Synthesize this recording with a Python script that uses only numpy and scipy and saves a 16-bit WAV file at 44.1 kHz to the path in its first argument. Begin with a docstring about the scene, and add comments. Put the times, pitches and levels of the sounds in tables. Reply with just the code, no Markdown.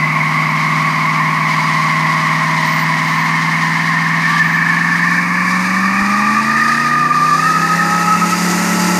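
"""A country road, one microphone on the verge. Some way off, a V8 hot rod creeps closer, exhaust pulsing
at low revs, its spinning rear tyre screeching and chirping in three tread resonances over the hiss of
scrubbed rubber. A thin, high whistle comes and goes. From about 5 s the revs climb, the microphone is
nudged once, and the lowest tread resonance narrows to a squeal. At 8.4 s the car draws alongside:
the hiss is brighter and the tailpipes throb in the open."""
import sys
import numpy as np
from scipy import signal
from scipy.fft import rfft, irfft, next_fast_len
from scipy.io import wavfile
from scipy.ndimage import uniform_filter1d, minimum_filter1d

SR = 44100
rng = np.random.default_rng(int(sys.argv[2]) if len(sys.argv) > 2 else 0)


def unload_wav(signal):
    """Save mono or channel-first audio to the path in sys.argv[1] as 16-bit WAV at rate SR, clipped to [-1, 1]."""
    wavfile.write(
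        sys.argv[1],
        SR,
        np.round(np.clip(np.atleast_2d(signal).T, -1, 1) * 32767).astype(np.int16),
    )


N = 396459
TIME = np.arange(N) / SR
FIRING_ORDER = 8   # cylinders fired in each engine cycle
# lowest tread resonance: time_s, pitch_hz, level_db
SQUEAL_CURVE = [(0, 1090, -22), (.5, 1105, -19), (2.3, 1060, -19), (3.6, 1055, -21), (4.2, 1090, -23.5),
                (5.4, 1125, -22.5), (6.1, 1180, -19), (6.8, 1232, -13), (7.15, 1192, -8),
                (7.35, 1185, -6.5), (7.46, 1262, -9), (7.95, 1282, -12.5), (8.6, 1305, -21.5),
                (8.99, 1315, -21)]


def from_db(db):
    """Decibels to gain."""
    return 10 ** (np.asarray(db) / 20)


def unit_rms(x):
    """Scale to unit power."""
    return x / np.sqrt(np.mean(np.abs(x) ** 2) + 1e-20)


def in_time(rows):
    """Each column of a curve at every sample."""
    time_s, *columns = np.transpose(rows)
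    return [np.interp(TIME, time_s, column) for column in columns]


def between(ends, share):
    """From the first value to the second as the share goes from 0 to 1."""
    return ends[0] + (ends[1] - ends[0]) * np.clip(share, 0, 1)


def phase_of(hz):
    """Running phase of a steady or moving frequency, in radians."""
    return 2 * np.pi * np.cumsum(hz * np.ones(N)) / SR


def bell_db(hz, centre_hz, width_hz, db):
    """Boost or cut of a line as it passes through a resonance."""
    return db * np.exp(-((hz - centre_hz) / width_hz) ** 2)


def drift(rate_hz):
    """Smooth random wander of spread 1."""
    hop, settle = 40, 2000
    pole = np.exp(-2 * np.pi * hop * rate_hz / SR)
    noise = rng.standard_normal(N // hop + settle + 2)
    slow = signal.lfilter([1], [1, -2 * pole, pole * pole], noise)[settle:]
    return np.interp(np.arange(N) / hop, np.arange(len(slow)), unit_rms(slow))


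def coloured_noise(colour):
    """Steady noise with the given spectral shape, rms 1."""
    size = next_fast_len(N)
    hz, db = np.transpose(colour)
    bin_hz = np.maximum(np.arange(size // 2 + 1) * SR / size, 1)
    gain = from_db(np.interp(np.log(bin_hz), np.log(hz), db))
    return unit_rms(irfft(rfft(rng.standard_normal(size)) * gain, size)[:N])


def resonance(hz, width_hz, saturation, skirt):
    """A randomly driven mode: it swells and fades as fast as its width allows; saturation caps it."""
    steps = 16   # noise samples per 1 / width_hz seconds
    pushes = rng.standard_normal((2, 60000))
    core = signal.sosfilt(signal.butter(3, 1 / steps, output="sos"), pushes)
    edge = signal.sosfilt(signal.butter(3, 3 / steps, output="sos"), pushes[:, ::-1])
    swing = unit_rms(core) + skirt * unit_rms(edge)
    swing = unit_rms(swing[0] + 1j * swing[1])[200:]
    position = steps * np.cumsum(width_hz * np.ones(N)) / SR
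    swing = np.interp(position, np.arange(len(swing)), swing)
    swing = swing / np.sqrt(1 + saturation * np.abs(swing) ** 2)
    return unit_rms(np.real(swing * np.exp(1j * phase_of(hz))))


def mid_rev_dip(revs):
    """The gas noise and lesser exhaust lines are quieter at middle revs: 1 there, 0 at either end."""
    return 1 - (2 * revs - 1) ** 2


def in_the_open():
    """0 while the body shields the tailpipes, 1 once they face the microphone."""
    return np.interp(TIME, [8.4, 8.45], [0, 1])


def whistle():
    """A faint, very high tone in short trembling spells."""
    # spells of the whistle: start_s, end_s, level_db
    spells = [(2.65, 2.848, -41.5), (3.041, 3.27, -50), (4.27, 4.33, -52), (4.42, 4.592, -49)]
    level = sum(from_db(db) * np.clip(np.minimum(TIME - start, end - TIME) / .015, 0, 1)
                for start, end, db in spells)
    return level * resonance(hz=14245, width_hz=60, saturation=1.5, skirt=.2)


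def microphone_nudge(start_s=6.02):
    """One soft bump on the microphone: a push and its rebound."""
    age = np.maximum(TIME - start_s, 0) / .0014
    return from_db(-15) * age * (1 - age / 3) * np.exp(1 - age)


def rubber_scrub(crank):
    """Rubber tears on asphalt and rings the steel rim; the hiss brightens as the wheel comes into view."""
    # hiss of the scrubbed rubber: time_s, level_db
    hiss_curve = [(0.0, -35), (0.72, -31.5), (1.45, -33), (1.52, -30), (3.88, -30), (4.13, -32.5),
                  (4.38, -27.5), (4.46, -32.5), (5.18, -32), (5.26, -36), (5.53, -30.5), (5.91, -32.5),
                  (6.74, -29), (7.06, -33.5), (7.36, -28.5), (8.19, -27.5), (8.39, -24), (8.99, -23.5)]
    # the wheel clears the body: time_s, view (0 from afar, 1 nearer, 2 and over alongside)
    view_curve = [(0, 0), (4.4, 0.09), (5.3, 1.12), (7, 0.91), (8.3, 1.773), (8.99, 2.16)]
    # hiss spectrum at those three distances: frequency_hz, relative_db
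    afar = [(2300, -24), (2750, 0), (3000, 5.5), (3450, -1), (4050, 2.5), (4350, 0.5), (4800, 0.5),
            (5400, -1.5), (6400, -4.5), (7900, -13), (9000, -9.5), (10200, -23.5), (11400, -13),
            (13300, -40)]
    nearer = [(3100, -13), (3700, -2.5), (4150, -2.5), (4850, 2), (5300, -2.5), (6300, -3), (7800, -12),
              (9200, -8.5), (10200, -21.5), (11500, -12), (13500, -30)]
    alongside = [(2300, -23.5), (2750, -1), (3150, -12), (3700, -9), (4400, -6), (4750, -3.5), (5150, -4),
                 (6700, -0.5), (8000, -8.5), (9400, -7.5), (10800, -18), (12800, -10), (15400, -36)]
    # spectrum of the lower rush under the hiss: frequency_hz, relative_db
    rush_colour = [(550, -33), (720, -8.5), (920, 5), (1200, 1.5), (1450, 0), (2000, 2), (2550, -2.5),
                   (2850, -10.5), (3150, -20.5), (4000, -36.5)]
    hiss_db, = in_time(hiss_curve)
    view = np.clip(in_time(view_curve)[0], 0, 2)
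    hiss = sum(np.sqrt(np.maximum(1 - np.abs(view - k), 0)) * coloured_noise(colour)
               for k, colour in enumerate((afar, nearer, alongside)))
    flutter = from_db(0.87 * drift(24)) * (1 + 0.055 * np.cos(FIRING_ORDER * crank))
    rim_gain = from_db(-13.5 + 3.7 * drift(3.1))
    rim = rim_gain * resonance(hz=4780, width_hz=170, saturation=0.09, skirt=0.22)
    _, squeal_db = in_time(SQUEAL_CURVE)
    rush_db = -23 + 0.12 * (hiss_db - hiss_db.mean())
    rush_db -= 0.463 * np.maximum(squeal_db + 16, 0)   # the rush ducks while the squeal is loud
    return from_db(hiss_db) * (flutter * hiss + rim) + from_db(rush_db) * coloured_noise(rush_colour)


def tailpipe_gas(revs, crank):
    """Turbulence puffs from the pipes with each firing; at high revs a hollow resonance of the body wakes."""
    # spectrum of the turbulent gas: frequency_hz, relative_db
    gas_colour = [(30, -29), (70, -25), (110, 1), (170, -14.5), (330, 7.5), (470, -7.5), (570, 3.5),
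                  (680, 10.5), (850, 8), (1100, 5.5), (1500, -18)]
    open_db = 3 * in_the_open()
    gas_db = between((-34, -34.5), revs) - 6 * mid_rev_dip(revs) + open_db
    hollow_db = np.interp(revs, [0.59, 1], [-54, -30]) + open_db
    puffs = 1 + 0.115 * np.cos(FIRING_ORDER * crank)
    throb = 1 + 0.58 * in_the_open() * np.cos(crank)
    hollow = from_db(hollow_db) * resonance(hz=335.5, width_hz=24, saturation=0.17, skirt=0.2)
    return from_db(gas_db) * puffs * throb * coloured_noise(gas_colour) + hollow


def exhaust_line(crank, order, db, waver_db):
    """One clean multiple of the engine cycle; combustion varies its strength a little."""
    level = from_db(db + waver_db * drift(11.0))
    return np.sqrt(2) * level * np.sin(order * crank + rng.uniform(0, 2 * np.pi))


def exhaust(cycle_hz, revs, crank):
    """The firing note leads at low revs; the lope of the uneven banks takes over as the revs climb."""
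    # rasp of the pipes, two harmonics of the firing note: time_s, third_db, fourth_db
    rasp_curve = [(0, -59, -44.5), (2.7, -59, -36), (3.4, -69.5, -51), (4.7, -72, -52), (5.2, -42, -65),
                  (6.15, -39.5, -29.5), (6.9, -37.5, -42), (7.65, -34.5, -39), (7.95, -23, -31),
                  (8.45, -33.5, -45), (8.99, -24.5, -34)]
    # other exhaust lines: order (rounded, a multiple of the cycle rate), low_revs_db, high_revs_db
    other_lines = [(3, -88.5, -42), (4, -72.5, -50), (6, -61, -25.5), (7, -40.5, -37), (9.1, -36, -39),
                   (10, -38.5, -36), (11.1, -32, -30.5), (12, -39, -34.5), (12.524, -31, -37),
                   (13.74, -44, -44), (14.9, -58, -53), (16, -37, -38.5), (17.2, -53, -41.5),
                   (17.8, -36.5, -66), (19, -45.5, -46), (20, -58.5, -46), (21, -48.5, -45), (22, -70, -47),
                   (23, -63, -61), (26, -54.5, -45), (27, -66, -45), (29, -58, -50), (34, -43.5, -52),
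                   (40, -45, -36)]
    pipe_boom_db = bell_db(FIRING_ORDER * cycle_hz, centre_hz=205.6, width_hz=36, db=9.7)
    firing_db = between((-23, -34.5), revs) + pipe_boom_db
    lope_db = between((-51.5, -19.5), revs)
    out = exhaust_line(crank, FIRING_ORDER, firing_db, waver_db=0.74)
    out += exhaust_line(crank, order=5, db=lope_db, waver_db=1.0)
    for harmonic, rasp_db in enumerate(in_time(rasp_curve), 3):
        out += exhaust_line(crank, harmonic * FIRING_ORDER, rasp_db, waver_db=1.76)
    for order, *ends_db in other_lines:
        silencer_db = bell_db(order * cycle_hz, centre_hz=395, width_hz=101, db=-8)
        line_db = between(ends_db, revs) - 1.5 * mid_rev_dip(revs) + silencer_db
        out += exhaust_line(crank, round(order), line_db, waver_db=between((1.0, 2.5), revs))
    return out * from_db(2 * in_the_open())


def tread_chirps(edge_s=0.012, wobble_hz=14, flicker_db=0.2):
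    """Now and then the tread catches: one resonance rings out clean, wobbles and lets go."""
    # catches of the tread: start_s, length_s, pitch_hz, level_db
    catches = [(0.02, .05, 2020, -16.5), (1.166, .1, 1810, -27), (3.63, 0.047, 1830, -19),
               (3.944, 0.055, 1812, -19), (4.225, 0.079, 1805, -20), (4.297, 0.098, 1157, -17.5),
               (4.389, 0.041, 1775, -8), (5.53, 0.052, 1099, -19), (6.23, 0.056, 1185, -18),
               (6.357, 0.092, 1180, -17), (6.55, 0.098, 1790, -17), (7.099, 0.027, 1195, -11),
               (7.447, 0.0432, 1825, -16), (7.787, 0.029, 1784, -20), (8.066, 0.1, 1274, -10),
               (8.212, 0.044, 1272, -9.5), (8.315, 0.03, 1300, -11), (8.874, 0.052, 1320, -18)]
    wobble = phase_of(wobble_hz * drift(30.77))
    out = np.zeros(N)
    for start, length, hz, db in catches:
        held = np.clip(np.minimum(TIME - start, start + length - TIME) / edge_s, 0, 1)
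        out += np.sqrt(2) * from_db(db) * held * np.sin(2 * np.pi * hz * TIME + wobble)
    return out * from_db(flicker_db * drift(45))


def tyre_tread(revs):
    """Tread blocks stick and slip, driving three resonances: low squeal, pulsing screech, high shriek."""
    # second tread resonance: time_s, pitch_hz, level_db
    screech_curve = [(0, 2022, -23), (1.6, 1922, -25.5), (3.8, 1839, -20), (4.5, 1766, -16),
                     (5.15, 1766, -16), (5.3, 1760, -21), (6.35, 1842, -20.5), (6.65, 1843, -16),
                     (7.25, 1751, -24), (7.9, 1810, -19.5), (8.15, 1907, -27), (8.99, 1928, -26.5)]
    # the squeal loses its grip for a moment: centre_s, half_length_s
    breaks = [(7.088, 0.0122), (7.135, 0.0079), (7.196, .005), (7.275, 0.006), (7.302, 0.0049),
              (7.372, 0.0094), (7.413, 0.0127), (7.591, 0.0054), (7.674, 0.016), (7.765, 0.018),
              (8.196, 0.012), (8.308, .008), (8.37, 0.012)]
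    squeal_hz, squeal_db = in_time(SQUEAL_CURVE)
    screech_hz, screech_db = in_time(screech_curve)

    # the tyre hops and grabs, faster and deeper as it gains speed; deep grabs go with a loud screech
    grabs_per_s = between((14, 62), revs ** .7)
    grab = phase_of(grabs_per_s * (1 + .17 * drift(14)))
    depth = np.interp(screech_db, (-30.5, -19.5), (.2, 0.68)) * between((.45, 1), revs / 0.76)
    shake = depth * np.sin(grab)
    bursts = unit_rms(1 + depth * np.cos(grab))

    # as the wheel speeds up, the squeal locks into one narrow note held at its friction limit
    width_hz = np.interp(revs, (.35, .68), (120, 34))
    lock = 0.043 + (55 / width_hz) ** 2
    grip = np.prod([1 - 0.845 * np.exp(-((TIME - at) / half) ** 2) for at, half in breaks], axis=0)
    wandering_hz = squeal_hz + .14 * width_hz * drift(19.71)
    squeal = grip * (1 + 0.38 * shake) * resonance(wandering_hz, width_hz, saturation=lock, skirt=0.46)

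    bent_hz = screech_hz + 22 * shake + 30 * drift(25.36)
    screech = bursts * resonance(bent_hz, width_hz=105, saturation=0.13, skirt=0.93)

    # the shriek, about an octave over the squeal, yields to the screech and fades as the car draws level
    shriek_hz = between((1.98, 2.04), revs) * squeal_hz + 40 * drift(30.2)
    shriek_db = between((-21.5, -34.5), revs ** 1.5)
    shriek_db -= 0.204 * (screech_db - screech_db.mean()) + 8 * in_the_open()
    shriek = resonance(shriek_hz, 70 + 1.15 * width_hz, saturation=0.017, skirt=0.25)
    return from_db(squeal_db) * squeal + from_db(screech_db) * screech + from_db(shriek_db) * shriek


def scene():
    """Engine and tyre, heard in mono from the verge."""
    # engine speed in full firing cycles: time_s, cycle_hz
    engine_speed = [(0.0, 19.3), (0.95, 19.6), (1.38, 19.7), (1.85, 19.7), (2.95, 20.0), (3.18, 20.2),
                    (4.23, 20.6), (4.48, 20.6), (5.11, 21.7), (5.61, 23.0), (5.96, 24.5), (6.48, 27.6),
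                    (7.26, 31.4), (7.44, 32.5), (7.76, 34.2), (8.14, 35.1), (8.39, 35.6), (8.99, 36.0)]
    rev_range_hz = (19.3, 36)
    cycle_hz, = in_time(engine_speed)
    revs = np.interp(np.log(cycle_hz), np.log(rev_range_hz), [0, 1])   # 0 low, 1 high
    crank = phase_of(cycle_hz * (1 + .0012 * drift(8.04)))
    engine = exhaust(cycle_hz, revs, crank) + tailpipe_gas(revs, crank)
    tyre = tyre_tread(revs) + tread_chirps() + rubber_scrub(crank)
    return (engine + tyre + whistle() + microphone_nudge())[None]


def record(dry):
    """A fast limiter holds the peaks down, and a steep filter cuts the top treble."""
    ceiling, cutoff_hz = .71, 15400
    allowed_gain = np.minimum(1, ceiling / (np.abs(dry) + 1e-9))
    gain = uniform_filter1d(minimum_filter1d(allowed_gain, size=241), size=241)
    lowpass = signal.ellip(10, .1, 80, cutoff_hz, fs=SR, output="sos")
    return signal.sosfilt(lowpass, gain * dry)


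dry = scene()
out = record(dry)
unload_wav(out)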